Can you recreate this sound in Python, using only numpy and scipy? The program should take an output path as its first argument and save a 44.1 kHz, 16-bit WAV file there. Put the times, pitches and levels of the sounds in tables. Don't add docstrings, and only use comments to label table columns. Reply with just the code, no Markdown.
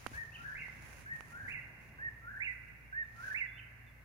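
import sys
import numpy as np
from scipy import signal
from scipy.fft import rfft, irfft, next_fast_len
from scipy.io import wavfile
from scipy.ndimage import uniform_filter1d, map_coordinates

SR = 44100
rng = np.random.default_rng(int(sys.argv[2]) if len(sys.argv) > 2 else 0)


def store_wav(level_fs):
    pcm = np.round(np.clip(np.atleast_2d(level_fs), -1, 1) * 32767)
    wavfile.write(sys.argv[1], SR, pcm.T.astype(np.int16))


N = 178252


def amp(db):
    return 10 ** (np.asarray(db) / 20)


def unit(x):
    return x / np.sqrt(np.mean(x ** 2) + 1e-20)


def along(points, hz):
    point_hz, value = np.transpose(points)
    return np.interp(np.log(hz + 1), np.log(point_hz + 1), value)


def curves(rows):
    time_s, *columns = np.transpose(rows)
    return [np.interp(np.arange(N) / SR, time_s, column) for column in columns]


def wobble(rate):
    knots = rng.standard_normal(int(N * rate / SR) + 4)
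    return map_coordinates(knots, [np.arange(N) * rate / SR])


def filtered(x, response):
    m = next_fast_len(N + SR // 2)
    return irfft(rfft(x, m) * response(np.fft.rfftfreq(m, 1 / SR)), m)[..., :N]


def panned(balance_db):
    gains = amp(np.array([balance_db, -balance_db]) / 2).reshape(2, -1)
    return gains / np.sqrt(np.mean(gains ** 2, axis=0))


def rumble():
    # time_s, level_db
    rumble_level = [(0, -68), (1.5, -62.5), (1.9, -68), (4.04, -71.5)]
    # frequency_hz, relative_density_db
    rumble_spectrum = [(12, -21), (27, -5), (58, -12.5), (90, 0), (150, -3.5), (240, -7.5), (340, -16.5),
                       (600, -61)]
    lumps_db = 3
    level_db, = curves(rumble_level)
    shake = rng.standard_normal((2, N)) * amp(lumps_db * wobble(14))
    return amp(level_db) * unit(filtered(shake, lambda hz: amp(along(rumble_spectrum, hz))))


def rustle():
    # peak_s, level_db, half_width_s, balance_db
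    strokes = [(.06, -57, 0.15, -0.5), (.165, -57.5, 0.053, -2), (.5, -64, 0.68, 2.5),
               (.895, -55.5, 0.082, -6), (1, -57, 0.047, -6.5), (1.28, -62.5, 0.22, -7.5),
               (1.49, -64, 0.1, -3.5), (1.83, -68, .06, -4), (2.46, -71, 0.17, -19),
               (3.28, -57.5, 0.13, 1.5)]
    # frequency_hz, relative_density_db
    rub_left = [(300, 9.5), (1000, 11.5), (2500, 6), (3500, 1.5), (6500, 3), (7400, -24), (11000, -14),
                (15000, -6)]
    # frequency_hz, relative_density_db
    rub_right = [(300, 2), (1000, 7), (2500, 11.5), (3500, -8), (5500, -4.5), (6700, 3), (8000, -5.5),
                 (11000, 2.5), (12300, -11), (15000, -9)]
    stroke_shape = 1.46
    grip_db, grip_ease_db_per_s = -70.5, 2.5
    grain_db, scuff_db, pressure_db = 1.5, 1.26, 1

    t = np.arange(N) / SR
    power = (panned(0) * amp(grip_db - grip_ease_db_per_s * t)) ** 2
    for peak_s, level_db, half_width_s, balance_db in strokes:
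        stroke = np.exp(-(abs(t - peak_s) / half_width_s) ** stroke_shape)
        power = power + (panned(balance_db) * amp(level_db) * stroke) ** 2
    uneven_db = pressure_db * wobble(24.97) + scuff_db * wobble(130) + grain_db * wobble(1100)
    grain = rng.standard_normal((2, N)) * amp(uneven_db)
    rub = filtered(grain, lambda hz: amp([along(rub_left, hz), along(rub_right, hz)]))
    return unit(rub) * np.sqrt(power)


def drone():
    # frequency_hz, early_db, late_db
    drone_lines = [(57.9, -65.5, -61), (90.6, -66.5, -70.5), (115.3, -66.5, -64), (145.6, -67, -76)]
    turned = np.clip((np.arange(N) / SR - 1.5) / 0.37, 0, 1)
    out = np.zeros((2, N))
    for hz, early_db, late_db in drone_lines:
        drift = 0.22 * np.array([wobble(11.0), wobble(9.7)])
        phase = 2 * np.pi * np.cumsum(hz + 0.99 * wobble(6)) / SR + drift
        level_db = early_db + (late_db - early_db) * turned + 1.8 * wobble(5.11)
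        out += amp(level_db) * np.sin(phase)
    return np.sqrt(2) * out


def night_air():
    # time_s, level_db
    air_level = [(0, -66), (.55, -61), (1.5, -59), (2.55, -64), (4.04, -65.5)]
    # frequency_hz, relative_density_db
    air_spectrum = [(13, -30), (36, -16.5), (59, -7.5), (85, -8), (119, -5.5), (172, -12.5), (233, -14),
                    (348, -21.5), (764, -21.5), (1200, -24.5), (1560, -69), (2640, -120)]
    # frequency_hz, relative_density_db
    hiss_spectrum = [(900, -5), (2000, 12), (3200, -13.5), (6500, -15), (8000, -18), (11000, -12.5),
                     (15500, -12)]
    # frequency_hz, likeness (1 = identical)
    likeness = [(40, 0.55), (70, 1), (120, 1), (300, 0.76), (1000, 0.82), (3000, 0.055)]

    def mid_side_response(hz):
        angle = np.arccos(np.clip(along(likeness, hz), -1, 1)) / 2
        return amp(along(air_spectrum, hz)) * [np.cos(angle), np.sin(angle)]

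    level_db, = curves(air_level)
    mid, side = filtered(rng.standard_normal((2, N)), mid_side_response)
    murmur = unit(np.array([mid + side, mid - side]))
    hiss = filtered(rng.standard_normal((2, N)), lambda hz: amp(along(hiss_spectrum, hz)))
    return amp(level_db + wobble(6.6)) * murmur + amp(-64.5) * unit(hiss)


def ticks():
    # start_s, level_db, balance_db, pitch_hz, ring_s (60 dB decay), crackle_db (re tap)
    taps = [(0.0645, -17.5, -30, 1410, 0.0028, -19), (.066, -41.5, -8, 218, 0.045, -7.5),
            (0.0686, -37, -24, 10800, 0.0029, 8.5), (0.116, -41.5, -4, 270, 0.023, -15.5),
            (.683, -39, -25, 937, 0.0058, -20), (1.2077, -28, -25, 1330, 0.0029, -10.5)]
    # frequency_hz, gain_db
    case_colour = [(100, -4), (2600, 11.5), (3600, 2), (7000, -8), (10700, -5), (12000, -12), (13000, -19)]
    snap_db = -5
    ringing, crackle = np.zeros((2, N)), np.zeros((2, N))
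    t = np.arange(SR // 20) / SR
    for start_s, level_db, balance_db, pitch_hz, ring_s, crackle_db in taps:
        first = round(start_s * SR)
        at = slice(first, first + len(t))
        envelope = panned(balance_db) * amp(level_db - 60 * t / ring_s)
        ringing[:, at] += envelope * np.sin(2 * np.pi * pitch_hz * t)
        noise = amp(crackle_db) * rng.standard_normal(len(t))
        crackle[:, at] += envelope * (amp(snap_db) * (t == 0) + noise)
    return ringing + filtered(crackle, lambda hz: amp(along(case_colour, hz)))


def swell(start_s, length_s):
    progress = np.clip((np.arange(N) / SR - start_s) / length_s, 0, 1)
    return progress, np.sin(np.pi * progress)


def bumps():
    # centre_s, peak_db, pitch_hz, length_s
    grip_bumps = [(0.165, -48.5, 59.6, 0.0966), (0.576, -57, 32.95, 0.125), (1.144, -55, 138.8, .07),
                  (1.44, -49, 118.5, 0.079), (1.538, -67, 36.12, .12), (1.608, -51, 105.3, .06)]
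    out = np.zeros(N)
    for centre_s, peak_db, hz, length_s in grip_bumps:
        progress, envelope = swell(centre_s - length_s / 2, length_s)
        phase = 2 * np.pi * hz * length_s * progress + 1.123 * wobble(40)
        out += amp(peak_db) * envelope ** 2 * np.sin(phase)
    return out


def whistle(t, first_s, last_s, hz, db):
    pitch_hz = uniform_filter1d(hz, size=260) * (1 + 0.0035 * wobble(120))
    gate = np.clip(np.minimum(t - first_s, last_s - t) / 0.0046 + .5, 0, 1)
    return gate * amp(db + 1.34 * wobble(90)) * np.exp(2j * np.pi * np.cumsum(pitch_hz) / SR)


def glide(t, note):
    time_s, hz, db = np.transpose(note)
    return whistle(t, time_s[0], time_s[-1], np.interp(t, time_s, hz), np.interp(t, time_s, db))


def whip_note(t):
    start_s, top_s, end_s = .033, .1, 0.14
    first_hz, top_hz = 1528, 1859
    level_db, swell_db, swell_s = -2.5, 14, 0.053
    accent_db, accent_s = 10, 0.013
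    s = np.clip(t, start_s, end_s)
    age_s = s - start_s
    hz = top_hz - (top_hz - first_hz) * ((s - top_s) / (start_s - top_s)) ** 2
    db = level_db - swell_db * np.clip(1 - age_s / swell_s, 0, 1)
    db = db + accent_db * np.exp(-age_s / accent_s)
    return whistle(t, start_s, end_s, hz, db)


def will_note(t):
    start_s, peak_s, fade_s, end_s = .449, .5, 0.5347, .574
    first_hz, peak_hz, rest_hz = 1862, 2810, 1995
    fall_s, droop_hz, droop_s = .015, 295, .006
    level_db, peak_db, fade_db_per_s = .5, -4, 277
    warble_hz, warbles_per_s, crest_s = 190, 80, .008
    warble_db = 2.5
    s = np.clip(t, start_s, end_s)
    climb_hz = np.interp(s, [start_s, peak_s], [first_hz, peak_hz])
    warble = np.cos(2 * np.pi * warbles_per_s * (s - start_s - crest_s))
    warble = warble * np.clip((peak_s - s) / 0.011, 0, 1)
    fall_curve_hz = rest_hz + (peak_hz - rest_hz) * np.exp(-(abs(s - peak_s) / fall_s) ** 1.305)
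    droop_curve_hz = droop_hz * np.exp((s - end_s) / droop_s)
    hz = np.where(s < peak_s, climb_hz + warble_hz * warble, fall_curve_hz - droop_curve_hz)
    height = (hz - rest_hz) / (peak_hz - rest_hz)
    db = level_db + peak_db * height + warble_db * warble - fade_db_per_s * np.maximum(s - fade_s, 0)
    return whistle(t, start_s, end_s, hz, db)


def yard(walls, near_db, woods_db, near_t60):
    # frequency_hz, t60_s
    woods_t60 = [(1400, 2.17), (2000, 1.98), (2900, 2.3)]
    t = np.arange(SR) / SR
    hz, frame_s, bins = signal.stft(rng.standard_normal((2, SR)), SR, nperseg=256)
    decay = amp(-60 * frame_s / along(woods_t60, hz)[:, None])
    tail = signal.istft(bins * decay, SR, nperseg=256)[1][:, :SR]
    tail = tail * (1 - np.exp(-t / 0.011))
    near = rng.standard_normal((2, SR)) * amp(-60 * t / near_t60) * (1 - np.exp(-t / 0.0045))
    echo = (amp(woods_db) * unit(tail) + amp(near_db) * unit(near)) / np.sqrt(SR)
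    for delay_s, db in walls:
        port_delay_s = abs(delay_s + rng.normal(0, .0004, 2))
        echo[[0, 1], (port_delay_s * SR).astype(int)] += amp(db)
    return echo


def placed(song, balance_db, phase, echo, direct_db=0):
    ports = np.real(song * np.exp(.5j * phase * np.array([[1], [-1]])))
    direct = amp(direct_db) * panned(balance_db) * ports
    return direct + panned(balance_db=-4.0) * signal.fftconvolve(song.real[None], echo, axes=1)[:, :N]


def near_bird():
    # start_s, direct_db (relative), will_extra_db, balance_db, left_lead_rad
    songs = [(.100, -4.5, -7, 3.5, -2.5), (1.028, -3.5, -3, -1, 3), (1.953, -1, 0, -2, 2.5),
             (2.894, 2, -1.5, -3.5, 2.5)]
    # song_time_s, pitch_hz, relative_level_db
    poor_points = [(.262, 1330, -30.5), (.295, 1370, -19.5), (.325, 1427, -12.5), (.342, 1560, -10.5),
                   (.366, 1715, -11), (.392, 1505, -8.5), (.41, 1587, -11.5), (.424, 1790, -6.5),
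                   (.446, 1550, -14)]
    # delay_s, relative_level_db
    first_echoes = [(.034, -20), (.066, -20.5), (.105, -21)]
    whip_echo_db, poor_echo_db, will_echo_db = -2, 6, 0
    out = np.zeros((2, N))
    for start_s, db, will_db, balance_db, phase in songs:
        t = np.arange(N) / SR - start_s
        echo = yard(first_echoes, near_db=-10.0, woods_db=-11.5, near_t60=0.32) * amp(0.042 * db)
        whip = placed(whip_note(t), balance_db, phase, echo * amp(whip_echo_db), db)
        flutter = amp(2.64 * wobble(70))
        poor_echo = echo * amp(poor_echo_db)
        poor = placed(glide(t, poor_points) * flutter, balance_db + 3, phase - np.pi / 4, poor_echo, .5 * db)
        will_echo = echo * amp(will_echo_db + 0.22 * will_db)
        will = placed(will_note(t), balance_db - 6.0, phase + 1.16, will_echo, db + will_db)
        out += whip + poor + will
    return amp(-33.5) * out


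def far_bird():
    # note_time_s, pitch_hz, relative_level_db
    far_note = [(0, 2500, -10), (.02, 2850, -12.5), (.03, 3150, -4.5), (.043, 2560, 1), (.056, 2300, -23)]
    # start_s, relative_level_db, balance_db, left_lead_rad
    far_songs = [(0.32, -13.5, 4, 1), (3.556, -14.5, -6.5, 0.34)]
    # delay_s, relative_level_db
    far_echo = [(.048, -10)]
    t = np.arange(N) / SR
    out = np.zeros((2, N))
    for start_s, db, balance_db, phase in far_songs:
        echo = yard(far_echo, near_db=-2.0, woods_db=-13, near_t60=0.34)
        out += amp(db - 32.5) * placed(glide(t - start_s, far_note), balance_db, phase, echo)
    return out


def peeps():
    # start_s, length_s, first_hz, last_hz, level_db
    peep_notes = [(3, .07, 3610, 3650, -77), (3.46, .06, 3410, 3470, -72), (3.52, .08, 3470, 3490, -69),
                  (3.86, .05, 3650, 3380, -73)]
    out = np.zeros(N)
    for start_s, length_s, first_hz, last_hz, db in peep_notes:
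        progress, envelope = swell(start_s, length_s)
        hz = first_hz + (last_hz - first_hz) * progress
        out += amp(db) * envelope * np.sin(2 * np.pi * np.cumsum(hz) / SR)
    return placed(out, 0, 0, yard([], near_db=-5, woods_db=-14, near_t60=.2))


def scene():
    handling = rumble() + rustle() + ticks() + bumps()
    background = drone() + night_air()
    return handling + background + near_bird() + far_bird() + peeps()


def record(dry):
    top_hz = 15800
    return filtered(dry, lambda hz: hz < top_hz)


dry = scene()
out = record(dry)
store_wav(out)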